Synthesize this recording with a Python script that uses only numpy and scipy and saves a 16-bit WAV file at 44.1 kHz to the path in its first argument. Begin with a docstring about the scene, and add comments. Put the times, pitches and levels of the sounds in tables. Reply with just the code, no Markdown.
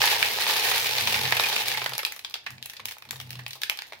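"""Crystals poured into a plastic bottle

Dry crystals pour into a thin plastic bottle on a table, in a small quiet room. Each landing rings the
wall, knocks the bottle and adds a bright tick; the small grains also thud on the heap. After two
seconds the dense rattle thins out to single ticks and crackles. Now and then a low hollow hum swells
up, probably the air in the bottle as it is jostled."""
import sys
import numpy as np
from scipy import signal
from scipy.fft import rfft, irfft
from scipy.io import wavfile
from scipy.ndimage import uniform_filter1d

SR = 44100
rng = np.random.default_rng(int(sys.argv[2]) if len(sys.argv) > 2 else 0)


def digitize_waveform(pressure):
    """Quantize a signal to 16-bit integers and store it at the path in sys.argv[1].

    Rows of a 2-D input are taken as channels; values are limited to [-1, 1].
    """
    field = np.atleast_2d(pressure).T
    bounded = np.clip(field, -1, 1)
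    quanta = np.round(bounded * 32767).astype(np.int16)
    wavfile.write(sys.argv[1], SR, quanta)


N = 176400
IMPACT_SAMPLES = 2048
TIME = np.arange(N) / SR
IMPACT_HZ, SCENE_HZ = np.fft.rfftfreq(IMPACT_SAMPLES, 1 / SR), np.fft.rfftfreq(N, 1 / SR)

# Tone of the thin wall's ring: (frequency [Hz], gain [dB])
WALL_EQ = [(400, -31), (1000, -9.5), (1350, -7), (1750, 1), (2100, -1.5), (2430, 1.5), (2900, -2.5),
           (3700, 0), (4900, -1.5), (6200, -9.5), (8000, -15), (16000, -25.5)]
# Tone of the whole bottle's knock: (frequency [Hz], gain [dB])
KNOCK_EQ = [(120, -50), (300, -26.5), (420, -10), (620, -8.5), (760, -5.5), (860, 2), (1020, -3),
            (1280, -6), (1700, -20.5), (3000, -36)]
# Tone of the bright contact tick: (frequency [Hz], gain [dB])
TICK_EQ = [(2500, -77), (5500, 3), (8000, -6), (10000, -3.5), (12500, 0), (15800, -2)]
# Tone of the dull thud on the heap: (frequency [Hz], gain [dB])
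HEAP_EQ = [(100, -40.5), (300, -16.5), (410, -2.5), (470, 2), (600, -6.5), (720, 1.5), (860, 7),
           (1000, -15.5), (2000, -68.5)]
# Envelope of the stream of small grains: (time [s], level [dB])
FLOW_ENVELOPE = [(0, -24.5), (.11, -25), (.2, -31), (.29, -31), (.39, -29), (.5, -26), (.9, -28.5),
                 (1.3, -30), (1.6, -31), (1.75, -32), (1.85, -41.5), (2.0, -50), (2.1, -49.5), (2.2, -61.5),
                 (2.6, -62), (2.9, -58), (3.0, -65), (3.35, -49.5), (3.56, -70), (3.62, -59), (4.0, -57.5)]
# Swells of the low hum: (time [s], relative boom level [dB], relative note level [dB])
HUM_ENVELOPE = [(0.0, -43, -47), (0.04, -61, -52), (0.22, -55, -58), (0.51, -57.5, -65.5), (0.7, -56, -53),
                (0.78, -55, -67), (0.98, -57, -46), (1.02, -46.5, -58), (1.27, -45, -40.5),
                (1.51, -60, -57.5), (1.55, -56, -61), (1.95, -61, -46.5), (1.99, -73, -72),
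                (2.43, -73, -88), (2.53, -54.5, -49), (2.76, -73, -77), (2.86, -55, -75), (2.99, -84, -76),
                (3.1, -55.5, -56), (3.35, -53, -41), (3.39, -55.5, -38.5), (3.74, -83, -80),
                (3.93, -72, -72), (4.0, -66, -89)]
# Tone of the hum's broad boom: (frequency [Hz], gain [dB])
BOOM_EQ = [(25, -42), (55, -19.5), (80, -16), (97, 2.5), (110, -16), (125, -2), (160, -19), (178, -7.5),
           (197, -16), (212, -9), (228, -8), (245, -16.5), (300, -18.5), (500, -47)]
# Landings of the larger crystals: (time [s], relative ring level [dB], ring pitch [Hz],
# knock re ring [dB], tick re ring [dB], decay time [s])
CRYSTAL_HITS = [(0.0174, -21.5, 2530, -15, -23, 0.0014), (0.0392, -25.5, 2930, -2, -20, 0.0013),
                (0.0736, -25, 2960, -14.5, -20, 0.006), (0.113, -27.5, 2380, -19, -17, 0.0034),
                (0.126, -28, 2770, -6, -13, 0.0035), (0.2273, -20, 2660, -15, -12, 0.0008),
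                (0.42, -28, 4000, -33, -12, 0.004), (0.466, -29.5, 2420, -6, -18, 0.0014),
                (0.495, -27.5, 3100, -5, -19, 0.0044), (0.535, -45, 2730, -22, -18, 0.0014),
                (0.7125, -26, 2240, -5, -22, 0.0052), (0.77, -31, 3280, -30, -19, 0.005),
                (0.8675, -28, 3600, -23, -5, 0.0049), (0.982, -26.5, 4000, -12, -13, 0.0026),
                (1.0723, -23.5, 3000, -13, -10, 0.0039), (1.14, -23, 2220, -17, -13, 0.0095),
                (1.252, -29, 2600, -30, -18, 0.0035), (1.3222, -20.5, 1960, -7, -15, 0.0031),
                (1.367, -25, 2690, -10, -8, 0.0041), (1.3967, -23, 2420, -6, -20, 0.0014),
                (1.436, -27, 2580, -11.5, -8.5, 0.0042), (1.5234, -27, 3620, -7.5, -25, 0.011),
                (1.5633, -25.5, 2560, -13, -17, 0.0016), (1.6826, -28.5, 4070, -39, -2.5, 0.0019),
                (1.716, -30, 2330, -21, -10, 0.0028), (1.7728, -29.5, 2400, -7, -22, 0.0043),
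                (1.8163, -32.5, 2050, -4, -14, 0.0033), (1.842, -36, 3970, -7, -2, 0.0021),
                (1.8606, -27.5, 2020, -7.5, -12, 0.002), (1.893, -40, 2400, -23, -1.5, 0.0034),
                (1.919, -42.5, 3150, 1, -8, 0.0047), (1.934, -34, 3880, -15, -6, 0.0026),
                (1.9504, -37, 4090, -9.5, -7, 0.0043), (1.98, -36, 3860, -6, 5.5, 0.0012),
                (1.989, -30, 2270, -11, -28, 0.0071), (2.031, -37, 3660, -4, -9, 0.0026),
                (2.0498, -26, 3900, -24, -9, 0.00168), (2.063, -43.5, 3410, -1.5, 4, 0.003),
                (2.1217, -41, 2190, -12, 2, 0.0017), (2.1617, -47.5, 2240, -6.5, 4, 0.0043),
                (2.1917, -42.5, 2910, -16, -3, 0.0027), (2.247, -33, 3440, -19, -14.5, 0.0027),
                (2.298, -54, 4000, -17, 5, 0.00085), (2.308, -48.5, 4490, -12, -6, 0.0024),
                (2.3405, -30, 3500, -19, -14, 0.0023), (2.354, -41.5, 3080, -7, -21, 0.0019),
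                (2.4634, -34, 2000, -11.5, -20, 0.0043), (2.469, -39, 1920, -19, -19, 0.0035),
                (2.5055, -50.5, 4000, -7, 3.5, 0.00063), (2.581, -49.5, 2300, -17, -17, 0.0017),
                (2.6265, -38.5, 3420, -44, -6.5, 0.00094), (2.6584, -41.5, 2760, -16.5, 2.5, 0.002),
                (2.6967, -41, 3000, -22, -0.5, 0.0045), (2.734, -47, 2140, -14, -1.5, 0.0035),
                (2.7663, -42, 3720, -25, -11, 0.0039), (2.7953, -46.5, 1920, 0, -10, 0.0043),
                (2.8005, -44, 2420, -12, -21, 0.0023), (2.8553, -34.5, 2900, -15.5, 1, 0.0012),
                (2.8835, -38, 2670, -20, -6, 0.0043), (2.8878, -45.5, 2460, -23, 0, 0.0055),
                (2.9093, -41.5, 3400, -13.5, -1, 0.0043), (2.92, -43.5, 3430, -12, -0.5, 0.0033),
                (2.968, -57.5, 2100, 5.5, -9, 0.001), (2.983, -52, 2530, -14, 2, 0.002),
                (3.0227, -46.5, 2700, -7.5, -8, 0.0013), (3.0509, -52.5, 2400, -4, -4, 0.006),
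                (3.0884, -48, 3600, -9, -11, 0.004), (3.1085, -35.5, 3130, -15, 1, 0.0015),
                (3.129, -51.5, 2700, 4, -13, 0.0041), (3.157, -46, 3690, -8, -3, 0.0041),
                (3.2002, -39, 3200, -11.5, -7, 0.0027), (3.2123, -45.5, 2660, -11.5, -1, 0.0025),
                (3.3054, -41, 2880, -42, 0.5, 0.00136), (3.33, -44, 2930, -43, -11, 0.0011),
                (3.3545, -44.5, 3300, -10, -8, 0.0022), (3.391, -43, 1700, -8, -13, 0.0034),
                (3.4637, -35, 2700, -13, -15, 0.0019), (3.48, -53, 2520, -8, 9.5, 0.0019),
                (3.5066, -41.5, 3830, -27, -3, 0.0036), (3.5307, -40, 4240, -25, -7, 0.0049),
                (3.5516, -48.5, 3560, -2, 0, 0.011), (3.6166, -35.5, 3680, -18, -5, 0.0036),
                (3.6337, -28, 3000, -26, -7, 0.0016), (3.6973, -24, 2530, -20.5, -5.5, 0.0011),
                (3.705, -50, 2500, -4, -8, 0.0027), (3.713, -55, 2210, 10, -8, 0.0043),
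                (3.7726, -44.5, 4160, -17, -1, 0.0022), (3.7882, -34.5, 3100, -15.5, -14, 0.0031),
                (3.8203, -38.5, 3460, -13.5, -10, 0.00073), (3.9216, -43, 2030, -1.5, -33, 0.0031),
                (3.932, -43, 2040, -5.5, -15, 0.0034)]
# Clacks that leave a ping in the wall: (time [s], pitch [Hz], peak level [dB], T60 [s])
WALL_PINGS = [(.2292, 2370, -10.5, 0.015), (1.439, 2490, -16, 0.045), (1.748, 2166, -21, 0.043),
              (2.0505, 2460, -20.5, 0.016), (2.1215, 2050, -30, 0.028), (2.343, 3880, -30, 0.033),
              (3.6977, 2510, -19.5, 0.018)]
# Length of the room's tail: (frequency [Hz], T60 [s])
REVERB_T60 = [(150, 0.35), (700, 0.46), (2000, 0.23), (4500, 0.28), (9000, 0.19), (15000, 0.15)]
# Tone of the room's tail: (frequency [Hz], gain [dB])
REVERB_EQ = [(150, 2), (700, -4), (2000, 0), (4500, -3), (9000, -0.5), (15000, 0)]
# Tone of the quiet background: (frequency [Hz], gain [dB])
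BACKGROUND_EQ = [(20, -11), (60, 8), (120, -13), (300, 3.5), (900, 5), (2500, -50), (5000, -28),
                 (7000, -25), (16000, -24)]
# Colour difference between the microphones: (frequency [Hz], left minus right [dB])
MIC_BALANCE = [(100, 0.7), (330, -1.5), (500, 4), (770, -1), (1170, -2.5), (1790, -6), (2350, -2),
               (2900, -0.5), (4200, -.5), (6400, 0.5), (8800, 5.5), (10500, 7), (13000, -0.5), (15500, 3)]


def amp(db):
    """Decibels to gain."""
    return 10 ** (np.asarray(db) / 20)


def unit_rms(x):
    """Scales to rms 1."""
    return x / np.sqrt(np.mean(x ** 2) + 1e-30)


def curve(points, hz):
    """Reads a table on a log-frequency axis."""
    freqs, values = np.transpose(points)
    return np.interp(np.log(hz + 1), np.log(freqs + 1), values)


def add(mix, start, sound):
    """Mixes in a stereo sound at a time in seconds."""
    part = mix[:, max(round(start * SR), 0):][:, :sound.shape[1]]
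    part += sound[:, :part.shape[1]]


def min_phase(db):
    """Minimum-phase response with the given gains."""
    log_gain = np.log(amp(np.r_[db, db[-2:0:-1]]))
    return np.exp(np.conj(signal.hilbert(log_gain)))[:len(db)]


def stereo(left, other, correlation):
    """Blends two independent noises into a pair; correlation 1 is mono."""
    return np.array([left, correlation * left + np.sqrt(1 - correlation ** 2) * other])


def noise(db, correlation):
    """Steady stereo noise of a given spectrum, at rms 1."""
    shaped = irfft(rfft(rng.standard_normal((2, N))) * amp(db), N)
    return unit_rms(stereo(*shaped, correlation))


WALL_BODY, KNOCK_BODY, TICK_BODY, HEAP_BODY = [
    min_phase(curve(eq, IMPACT_HZ)) for eq in (WALL_EQ, KNOCK_EQ, TICK_EQ, HEAP_EQ)]


def strike(body, decay_s, rise_share=0.401, correlation=0, snap=0):
    """A brief rattle, plus one hard contact of strength snap, rings a body; energy 1 per channel."""
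    t, rise_s = np.arange(IMPACT_SAMPLES) / SR, rise_share * decay_s
    rattle = stereo(*rng.standard_normal((2, IMPACT_SAMPLES)), correlation)
    rattle *= (1 - np.exp(-t / rise_s)) * np.exp(-t / decay_s)
    rattle /= np.linalg.norm(rattle, axis=1, keepdims=True)
    arrival_s = rise_s + 0.000297 * rng.random((2, 1))  # near the rattle's peak, different per side
    contact = snap * np.exp(-2j * np.pi * IMPACT_HZ * arrival_s)
    sound = irfft((rfft(rattle) + contact) * body)
    return sound / np.linalg.norm(sound, axis=1, keepdims=True)


def impact(hz, knock_db, tick_db, decay_s, broad_q=0.87, sharp_q=5.9):
    """One crystal lands: a ringing patch of wall, a knock of the whole bottle and a tick."""
    s = 1j * IMPACT_HZ / hz
    broad = s / (broad_q * (s * s + 1) + s)
    sharp = s / (sharp_q * (s * s + 1) + s)
    ring = strike((broad + 0.65 * sharp) * WALL_BODY, decay_s, snap=0.6)
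    knock = strike(KNOCK_BODY, decay_s, correlation=1)
    tick = strike(TICK_BODY, decay_s, rise_share=0.2533, snap=0.87)
    return ring + amp(knock_db) * knock + amp(tick_db) * tick


def grain(pitch, knock, tick, length, decay_s=0.0012):
    """A small grain hits the wall and thuds on the heap; four random offsets vary its character."""
    hit = impact(hz=3000 * 2 ** (0.38 * pitch), knock_db=-15 + 4.5 * knock,
                 tick_db=-7.5 + 4.5 * tick, decay_s=decay_s * np.exp(0.27 * length))
    thud = strike(HEAP_BODY, decay_s, correlation=1)
    return hit + amp(-13) * thud


def grain_stream(variants=160, size_spread_db=4.5, bunch_db=1.5, bunch_s=0.012):
    """Small grains land at random in little bunches, more often and harder as the flow grows."""
    grains = [grain(*offsets) for offsets in rng.standard_normal((variants, 4))]
    flow_db = np.interp(TIME, *np.transpose(FLOW_ENVELOPE))
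    mean_rate = 1100 * amp(flow_db + 33) ** 0.55  # 1100 grains a second at a flow of -33 dB
    size = unit_rms(amp(size_spread_db * np.minimum(rng.standard_normal(N), 2)))
    gain = size * amp(flow_db) * np.sqrt(SR / mean_rate)
    bunch_times = np.arange(0, N / SR + 0.1, bunch_s)
    bunching = unit_rms(amp(bunch_db * rng.standard_normal(2000))) ** 2
    rate = mean_rate * np.interp(TIME, bunch_times, bunching[:len(bunch_times)])
    pick, out = rng.integers(0, variants, N), np.zeros((2, N))
    for i in np.flatnonzero(rng.random(N) < rate / SR):
        add(out, i / SR, gain[i] * grains[pick[i]])
    return out


def hollow_hum(note_hz=125.8, half_width_hz=3.6):
    """A broad boom and one narrow hollow note swell and fade, probably the air in the bottle."""
    def levelled(x, window):
        power = uniform_filter1d(uniform_filter1d((x ** 2).mean(0), window), window)
        return x / np.sqrt(power + 1e-9)
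    times, boom_db, note_db = np.transpose(HUM_ENVELOPE)
    note_eq = -20 * np.log10(1 + ((SCENE_HZ - note_hz) / half_width_hz) ** 2)
    boom = levelled(noise(curve(BOOM_EQ, SCENE_HZ), correlation=0.87), window=2000)
    note = levelled(noise(note_eq, correlation=0.99), window=1000)
    boom *= amp(np.interp(TIME, times, boom_db) + 1.5)
    note *= amp(np.interp(TIME, times, note_db) - 2)
    return boom + note


def large_crystals(trim_db=4.5):
    """The larger pieces strike the bottle, one impact each."""
    out = np.zeros((2, N))
    spread = np.sqrt(0.006 * SR)  # turns energy 1 into rms 1 over 6 ms
    for start, db, hz, knock_db, tick_db, decay_s in CRYSTAL_HITS:
        add(out, start, amp(db + trim_db) * spread * impact(hz, knock_db, tick_db, decay_s))
    return out


def wall_pings():
    """One mode of the wall rings on briefly, reaching the two microphones out of step."""
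    out, t = np.zeros((2, N)), np.arange(2 * IMPACT_SAMPLES) / SR
    phase_lag = np.array([[0], [np.pi / 3]])
    for start, hz, db, t60 in WALL_PINGS:
        add(out, start, amp(db) * 1000 ** (-t / t60) * np.sin(2 * np.pi * hz * t - phase_lag))
    return out


def room(x, build_up_s=0.0034, reflection_s=0.0095, reflection_db=-24):
    """One near reflection and a short diffuse tail that dies sooner in the treble."""
    hz, t, bands = signal.stft(rng.standard_normal((2, SR // 2)), SR, nperseg=256)
    fade = amp(-60 * t / curve(REVERB_T60, hz)[:, None])
    fade /= np.sqrt((fade ** 2).mean(1, keepdims=True))
    fade *= amp(curve(REVERB_EQ, hz))[:, None]
    response = signal.istft(bands * fade, SR)[1] / np.sqrt(SR / 2)
    response *= np.minimum(np.arange(response.shape[1]) / SR / build_up_s, 1)
    add(response, reflection_s, amp(reflection_db) * np.ones((2, 1)))
    return signal.fftconvolve(x, response, axes=1)[:, :N]


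def shifting_room(x, places=6):
    """The landing place keeps shifting, so the sound hops between different paths through the room."""
    place = rng.integers(0, places, N // 256 + 1).repeat(256)[:N]
    sends = [uniform_filter1d(1.0 * (place == k), size=128) for k in range(places)]
    return sum(room(x * send) for send in sends)


def scene():
    """The pour, its room, the hum and the quiet background."""
    crystals = large_crystals() + wall_pings()
    pour = grain_stream()
    reverb = shifting_room(amp(-2) * crystals + pour)  # single crystals sit a little drier
    hum = hollow_hum()
    background = amp(-66.5) * noise(curve(BACKGROUND_EQ, SCENE_HZ), correlation=0.62)
    return crystals + pour + reverb + hum + background


def record(dry, cutoff_hz=15850):
    """Each microphone adds its own colour; a steep low-pass trims the very top."""
    lean_db = curve(MIC_BALANCE, IMPACT_HZ) / 2
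    microphones = irfft([min_phase(lean_db), min_phase(-lean_db)])
    coloured = signal.oaconvolve(dry, microphones, axes=1)[:, :N]
    low_pass = signal.firwin(401, cutoff_hz, window=("kaiser", 9), fs=SR)
    return signal.oaconvolve(coloured, low_pass[None], "same")


dry = scene()
out = record(dry)
digitize_waveform(out)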